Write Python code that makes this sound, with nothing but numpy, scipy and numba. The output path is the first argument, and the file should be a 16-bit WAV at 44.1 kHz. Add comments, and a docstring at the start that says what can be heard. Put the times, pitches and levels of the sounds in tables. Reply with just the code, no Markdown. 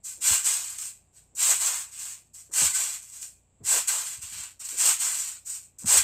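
"""A bright metallic rasp surges and fades as someone bounces on a garden trampoline, six landings about 1.1 s apart.
Stick-slip friction of the steel springs in their hooks is a train of uneven impulses that excites hooks,
coils, mat and frame: a burst as the springs stretch, another as they let go, weaker ones as the empty mat swings.
Feet pat the mat as swept noise, the frame thuds as damped sines of sinking pitch, hooks squeak as wavering sines,
and behind them lie the filtered noise of the yard and the sines of a machine humming far off."""
import sys
import numpy as np
from scipy import signal
from scipy.fft import rfft, irfft
from scipy.io import wavfile
from scipy.ndimage import map_coordinates
from numba import njit

SR = 44100
rng = np.random.default_rng(int(sys.argv[2]) if len(sys.argv) > 2 else 0)


def generate_wav(signal):
    """Clip the signal to [-1, 1] and save it as 16-bit WAV at the path in sys.argv[1]."""
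    frames = np.transpose(np.atleast_2d(signal))
    scaled = np.clip(frames, -1, 1) * 32767
    pcm = np.round(scaled).astype(np.int16)
    wavfile.write(sys.argv[1], SR, pcm)


N = 265923
T = np.arange(N) / SR
BRIEF = T[:SR // 2]  # age of a short sound, s

# landings: the feet press the mat down and the springs stretch; levels are nominal
# start_s, attack_s, length_s, rasp_db, deepest_after_s, depth (0-1), groan_db before its high-pass, soles_db
LANDINGS = [(0.197, 0.063, 0.15, -22.5, .128, .8, -40, -62),
            (1.349, 0.082, 0.17, -22.5, .167, .87, -38, -67),
            (2.517, .056, 0.14, -23, .117, 0.8, -38.5, -61),
            (3.628, .075, 0.14, -23, .138, 0.98, -35, -57.5), (4.751, .07, .147, -22, .134, 1, -37, -56.5),
            (5.845, 0.063, 0.13, -19, 0.11, .95, -33, -58)]
# recoils: the springs let go and fling the mat up; levels are nominal
# start_s, attack_s, length_s, rasp_db, fade_db_per_s, lift (0-1), groan_db before its high-pass
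RECOILS = [(0.414, 0.082, 0.35, -17.5, 66.5, .6, -44), (1.585, .038, 0.22, -21.5, 46, 0.34, -36),
           (2.717, .048, 0.23, -21.5, 54, 0.64, -46), (3.866, .02, .275, -22.5, 52, .5, -39.5),
           (4.977, .048, .348, -21, 50, 0.5, -45)]


def undb(db):
    """Decibels to amplitude ratio: 20 dB is a factor of ten."""
    return 10 ** (np.asarray(db) / 20)


def unit(x):
    """Normalise the mean power: scale to rms 1."""
    return x / np.sqrt(np.mean(x ** 2))


def energy_one(response):
    """Unit-energy response: white noise passes with its power unchanged."""
    return response / np.linalg.norm(response)


def walk(rate):
    """Band-limited random wander: normal values, rate per second, joined by straight lines."""
    points = rng.standard_normal(1024)
    return np.interp(T * rate, np.arange(len(points)), points)


def convolve(x, response):
    """Linear superposition: every sample of x launches the impulse response."""
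    return signal.fftconvolve(x, response)[:N]


def add(out, s, sound):
    """Superposition: mix a short sound in at time s."""
    start = int(s * SR)
    out[start:start + len(sound)] += sound[:N - start]


def colour(x, points, size=4096):
    """Minimum-phase filter: the folded cepstrum makes a causal response with the given (Hz, dB) outline."""
    hz, db = np.transpose(points)
    freqs = np.maximum(np.fft.rfftfreq(size, 1 / SR), 1)
    outline_db = np.interp(np.log(freqs), np.log(hz), db)
    cepstrum = irfft(np.log(undb(outline_db)))
    # fold the later half onto the earlier one
    cepstrum[1:size // 2] *= 2
    cepstrum[size // 2 + 1:] = 0
    return convolve(x, irfft(np.exp(rfft(cepstrum))))


def band(x, hz, width):
    """Band-pass resonance around hz, width in Hz."""
    edges = np.clip([hz - width / 2, hz + width / 2], 15, .48 * SR)
    return signal.sosfilt(signal.butter(2, edges, "band", fs=SR, output="sos"), x)


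@njit
def high_pass(x, hz, damping):
    """Second-order state-variable high-pass: two integrators whose corner frequency may move."""
    y, b, l = np.empty(len(x)), 0., 0.  # b, l: integrator states
    for i in range(len(x)):
        g = np.tan(np.pi * hz[i] / SR)
        v = (b + g * (x[i] - l)) / (1 + g * (g + damping))
        y[i] = x[i] - damping * v - (l + g * v)
        b, l = 2 * v - b, l + 2 * g * v
    return y


def yard():
    """Filtered noise for still outdoor air; close low sines beat as the hum of a far machine."""
    # outline of the air: pitch_hz, level_db (relative)
    air_outline = [(25, -9.5), (55, 1.5), (110, -7.5), (200, -5), (380, -12.5), (750, -12.5), (1400, -26),
                   (2400, -24.5), (3600, -28), (6000, -35), (7700, -9.5), (10000, -41), (15500, -45)]
    # tones of the machine: pitch_hz, rms_db, both before their wander
    hum_tones = [(58.5, -74.5), (90, -72), (119, -76.5), (147, -79)]
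    air_db = -69 + .9 * walk(4.9)
    air = undb(air_db) * unit(colour(rng.standard_normal(N), air_outline))
    hum = np.zeros(N)
    for hz, db in hum_tones:
        gain = undb(db + 1.6 * walk(2.2)) * np.sqrt(2)  # rms to peak
        phase = np.cumsum(hz + .9 * walk(1.8)) / SR
        hum += gain * np.sin(2 * np.pi * phase)
    return air + hum


def squeaks(waver=.011):
    """Regular stick-slip: for a moment a hook slips evenly enough to sing a wavering sine."""
    # mid_s, pitch_hz before the waver, peak_db, half_length_s
    squeak_events = [(2.74, 2076, -40, .014), (2.76, 1517, -37.5, 0.016)]
    out = np.zeros(N)
    for s, hz, db, length in squeak_events:
        phase = np.cumsum(hz * (1 + waver * walk(300))) / SR
        out += undb(db) * np.exp(-((T - s) / length) ** 2) * np.sin(2 * np.pi * phase)
    return out


def blow(hz, db, length, sag=0.67, cloth_db=-5):
    """Struck damped oscillator: a few cycles that start at hz and sink, with a dull noise flap of cloth."""
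    age = BRIEF / length
    cycles = hz * length * (age * (1 - sag) + sag * 2 * (1 - np.exp(-age / 2)))
    swing = np.sin(2 * np.pi * cycles)
    flap = unit(band(rng.standard_normal(len(age)), hz, hz * 0.81))
    envelope = 2 * age * np.exp(1 - 2 * age)  # peak 1 at half the length
    return undb(db) * envelope * (swing + undb(cloth_db) * flap)


def thuds():
    """Impact excitation: hard landings jolt the frame, a knock then a boom; the empty mat flaps softly."""
    # start_s, knock_pitch_hz, knock_db, boom_pitch_hz, boom_db, boom_length_s (pitches at the start)
    frame_jolts = [(0.303, 272, -50, 98, -39, 0.017), (2.616, 208, -39, 100, -47.5, 0.047),
                   (3.604, 140, -53, 120.8, -51.5, .04), (5.841, 184.8, -33.5, 124.2, -39.5, 0.03),
                   (5.958, 150, -48.5, 78.06, -40, 0.035)]
    # soft low flaps while the mat swings empty: start_s, level_db
    mat_flaps = [(4.18, -51.5), (4.232, -49), (4.319, -52), (4.352, -50), (4.387, -51)]
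    knock_s, boom_delay_s = 0.013, .007
    flap_hz, flap_s = 107, 0.017
    out = np.zeros(N)
    for s, knock_hz, knock_db, boom_hz, boom_db, length in frame_jolts:
        add(out, s, blow(knock_hz, knock_db, knock_s))
        add(out, s + boom_delay_s, blow(boom_hz, boom_db, length))
    for s, db in mat_flaps:
        add(out, s, blow(flap_hz, db, flap_s))
    return out


def footfalls(length=.026, climb=0.29, climb_time=0.017, spread=0.73):
    """Tension raises pitch: soles brush the mat as band noise that climbs while the cloth tightens."""
    foot_lead_s, foot_hz = 0.026, 311.6  # soles touch before the springs slip; pitch before the climb
    out = np.zeros(N)
    # noise read ever faster rises in pitch
    clock = np.cumsum(1 + climb * (1 - np.exp(-BRIEF / climb_time))) / SR
    envelope = np.sqrt(2 * np.e * BRIEF / length) * np.exp(-BRIEF / length)
    for s, *_, db in LANDINGS:
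        noise = unit(band(rng.standard_normal(len(BRIEF)), foot_hz, foot_hz * spread))
        brush = np.interp(clock, BRIEF, noise)
        add(out, s - foot_lead_s, undb(db) * envelope * brush)
    return out


def stroke(s, attack, length, db, slope):
    """Friction envelope: slipping sets in, lasts while its level slopes (dB per s), then dies away."""
    release_db_per_s = 205
    age = np.maximum(T - s, 0)
    onset = np.sin(np.pi / 2 * np.minimum(age / attack, 1)) ** 2
    held_db = db + slope * np.minimum(age, length)
    return onset * undb(held_db - release_db_per_s * np.maximum(age - length, 0))


def jingle(per_s=32, jump_db=3.0, fade=.014):
    """Random relaxation: now and then a spring jerks loose and settles again exponentially."""
    jerks = (rng.random(N) < per_s / SR) * rng.uniform(.5, 1, N)
    lift = convolve(jerks, np.exp(-BRIEF / fade))
    return undb(jump_db * np.minimum(lift - lift.mean(), 1))


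def motion():
    """Incoherent sources add in power: all strokes give the hook and coil levels in dB, before stretch acts."""
    # swings of the empty mat shake the slack springs; levels are nominal
    # start_s, attack_s, length_s, rasp_db, coil_db relative to the hooks
    swing_events = [(0.027, 0.043, .087, -34.5, -18.5), (0.771, .022, 0.095, -33, -16.5),
                    (1.114, 0.071, 0.07, -52.5, -13.5), (1.348, 0.0061, 0.028, -42, -24.5),
                    (1.901, 0.036, 0.092, -42, -11), (1.976, 0.031, 0.14, -34.5, -13.5),
                    (2.33, .02, .076, -43.5, -18), (2.511, 0.0069, .015, -46, -18),
                    (3.012, 0.019, .1, -46, -17), (3.108, 0.033, .11, -42, -15),
                    (3.205, 0.018, 0.041, -37.5, -18), (4.208, .016, 0.13, -38, -11.5),
                    (4.313, .012, 0.13, -37.5, -8.5), (4.589, .016, .029, -39, -11.5),
                    (4.634, .016, .032, -35.5, -16), (4.683, 0.0061, 0.092, -35, -13.5),
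                    (5.166, 0.027, 0.094, -37, -17.5), (5.444, .032, 0.12, -35, -18),
                    (5.782, 0.0067, 0.041, -40.5, -21)]
    # the rasp grows while the mat sinks; coils sound below the hooks
    press_db_per_s, swing_fade_db_per_s = 19, 18
    press_coil_db, recoil_coil_db = -12, -12.5
    coil_lag_s = 0.0062
    strokes = []
    for s, attack, length, db, *_ in LANDINGS:
        strokes.append((stroke(s, attack, length, db, press_db_per_s), press_coil_db))
    for s, attack, length, db, fade, _, _ in RECOILS:
        strokes.append((stroke(s, attack, length, db, -fade), recoil_coil_db))
    for s, attack, length, db, coil_db in swing_events:
        strokes.append((stroke(s, attack, length, db, -swing_fade_db_per_s), coil_db))
    uneven = jingle()
    hooks = uneven * np.sqrt(sum(strength ** 2 for strength, _ in strokes))
    coils = uneven * np.sqrt(sum((strength * undb(coil_db)) ** 2 for strength, coil_db in strokes))
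    # the coils follow the hooks a little late
    lag = np.exp(-BRIEF / coil_lag_s)
    late_coils = convolve(coils, lag / lag.sum())
    return 20 * np.log10(np.maximum([hooks, late_coils], 1e-5))


def swell(s, rise, fall):
    """Asymmetric Gaussian pulse that peaks at s with its own rise and fall."""
    return np.exp(-((T - s) / np.where(T < s, rise, fall)) ** 2)


def load():
    """Elastic loading: stretch of the mat and gain of its groan swell as it is pressed down and flung up."""
    # a press builds slowly and is shed quickly
    press_rise_s, press_fall_s = .08, .048
    # the flung mat is tautest shortly after it lets go
    lift_delay_s, lift_rise_s, lift_fall_s = 0.064, 0.046, 0.16
    swells = []
    for s, *_, deepest, depth, db, _ in LANDINGS:
        swells.append((swell(s + deepest, press_rise_s, press_fall_s), depth, db))
    for s, *_, lift, db in RECOILS:
        swells.append((swell(s + lift_delay_s, lift_rise_s, lift_fall_s), lift, db))
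    stretch = sum(bell * depth for bell, depth, _ in swells)
    groaning = sum(bell * undb(db) for bell, _, db in swells)
    return stretch, groaning


def slips(rasp_db, slip_hz, speed_up, wander, scatter_db, share_db, count=6):
    """Stick-slip impulse trains: each spring has its own uneven rhythm, faster when it moves harder."""
    out = np.zeros(N)
    pace = slip_hz * undb(speed_up * (rasp_db - rasp_db.max()))  # slip_hz holds at the strongest rasp
    for _ in range(count):
        rate = pace * np.exp(wander * (walk(14) + walk(170)))
        cycles = np.cumsum(rate) / SR + rng.random()
        at = np.flatnonzero(np.diff(np.floor(cycles)))  # a slip at each whole cycle
        chance = rng.uniform(-1, 1, (N // 8, 2))[:len(at)]
        size_db = scatter_db * chance[:, 0] + share_db * walk(25)[at]  # the springs take turns in leading
        # denser slips are smaller, which keeps the power even
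        out[at] += np.sign(chance[:, 1]) * undb(size_db) / np.sqrt(rate[at])
    return unit(out)


def dense_modes(t60):
    """High modal density: very many close modes sum to noise with one exponential decay (t60 in s)."""
    return rng.standard_normal(len(BRIEF)) * np.exp(-np.log(1000) * BRIEF / t60)


def ring_detuned(ticks, response, tuning):
    """Time warping: ring a response in stretched time, so that all its modes slide by the factor tuning."""
    clock = np.cumsum(tuning)
    rung = signal.fftconvolve(np.bincount(clock.astype(int), ticks), response)
    return map_coordinates(rung, [clock], order=3)


def catches(fade=.003):
    """Sudden release: a hook catches and lets go, a sharp scrape that decays exponentially (gain over time)."""
    # start_s, level_db (nominal)
    catch_events = [(.216, -46), (.786, -34), (2.537, -29), (3.228, -42), (3.883, -32), (4.688, -33),
                    (5.859, -31)]
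    out = np.zeros(N)
    for s, db in catch_events:
        add(out, s, undb(db) * np.exp(-BRIEF / fade))
    return out


def clumps(x, patchy_db, patch_hz, patch_s, size=512):
    """Intermittent contact: short resonances come and go as different turns of wire touch."""
    hz, s, spectra = signal.stft(x, SR, nperseg=size)
    places = np.meshgrid(hz / patch_hz, s / patch_s, indexing="ij")
    field = map_coordinates(rng.standard_normal((160, 400)), places, order=1, mode="mirror")
    patchy = spectra * undb(patchy_db * field.clip(-2, 1))
    return unit(signal.istft(patchy, SR, nperseg=size)[1][:N])


def groan(ticks, stretch, strength, slack_hz=1050, taut_hz=340, damping=1.81):
    """Membrane radiation: the taut mat sounds the slips like a drum skin, lower the deeper it is pressed."""
    # colour of the slips as the mat radiates them: pitch_hz, level_db (relative, before the high-pass)
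    mat_colour = [(150, -15), (300, -1), (500, 3), (650, 0), (800, 0), (980, 3), (1200, -3), (1500, -5.5),
                  (1900, -10.5), (3000, -35)]
    corner_hz = np.clip(slack_hz * (taut_hz / slack_hz) ** stretch, 100, 4000)
    once = high_pass(unit(colour(ticks, mat_colour)), corner_hz, damping)
    return strength * high_pass(once, corner_hz, damping)


def springs(glide=.02, drift=.025):
    """Source and resonator: slips hiss at the hooks, sound coils and loaded mat, and leave the steel ringing."""
    # colour of a slip at the hook: pitch_hz, level_db (relative)
    hook_colour = [(2500, -48), (4200, -26), (5400, -13), (6100, -11.5), (7000, -3), (7850, 1.5),
                   (8400, -2), (9100, -10.5), (10000, -18), (13000, -18), (14800, -22), (15700, -29)]
    # colour of a slip in the coil: pitch_hz, level_db (relative)
    coil_colour = [(450, -23.5), (850, -8), (1150, -3), (1500, -2), (1850, -2.5), (2450, 1.8), (3150, -1.2),
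                   (3750, 1.2), (4400, -1), (5500, -19.5), (8000, -37.5)]
    # lasting rings of the steel: pitch_hz, width_hz, t60_s, level_db relative to the drive
    steel_rings = [(2480, 340, .5, -24.5), (7720, 900, .3, -17), (13080, 120, .35, -27)]
    coil_t60_s, frame_t60_s = .13, .12
    taut_coil_db = -1  # coil level change at stretch 1
    rasp_db, coil_db = motion()
    stretch, groaning = load()
    ticks = slips(rasp_db, slip_hz=520.4, speed_up=.2, wander=.35, scatter_db=2.0, share_db=1.34)

    # the coils' close modes slide as they stretch; those of the frame stay put
    tuning = np.exp(glide * stretch + drift * walk(3))
    coil_ring = ring_detuned(ticks, energy_one(dense_modes(coil_t60_s)), tuning)
    frame_ring = convolve(ticks, energy_one(dense_modes(frame_t60_s)))
    ringing = ticks + undb(-4.5) * coil_ring + undb(-12) * frame_ring
    ticks = clumps(ringing, patchy_db=2.5, patch_hz=172.0, patch_s=.022)

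    scrapes = catches()
    hook_gain = undb(rasp_db + 0.05) + scrapes
    hook = hook_gain * unit(colour(ticks, hook_colour))
    coil_gain = undb(coil_db + taut_coil_db * stretch) + undb(-12) * scrapes
    coil = coil_gain * unit(colour(ticks, coil_colour))

    # taut springs ring more freely
    drive = ticks * undb(rasp_db + 8 * (stretch - 1.5))
    rings = np.zeros(N)
    for hz, width, t60, db in steel_rings:
        ring = convolve(drive, band(dense_modes(t60), hz, width))
        rings += undb(db) * drive.std() * unit(ring)

    # the mat is tugged by other springs, all round the rim
    tugs = slips(rasp_db, slip_hz=170.64, speed_up=.2, wander=.4, scatter_db=4.5, share_db=1.5)
    return hook + coil + groan(tugs, stretch, groaning) + rings


def scene():
    """Superposition of yard and trampoline at one microphone close to the rim."""
    return (yard() + squeaks() + thuds() + footfalls() + springs())[None]


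def record(dry, ceiling=0.65):
    """Saturation and band limiting: tanh rounds the highest peaks, a steep low-pass cuts the top."""
    top_hz = 15550
    low_pass = signal.ellip(10, .2, 80, top_hz, fs=SR, output="sos")
    return signal.sosfilt(low_pass, ceiling * np.tanh(dry / ceiling))


dry = scene()
out = record(dry)
generate_wav(out)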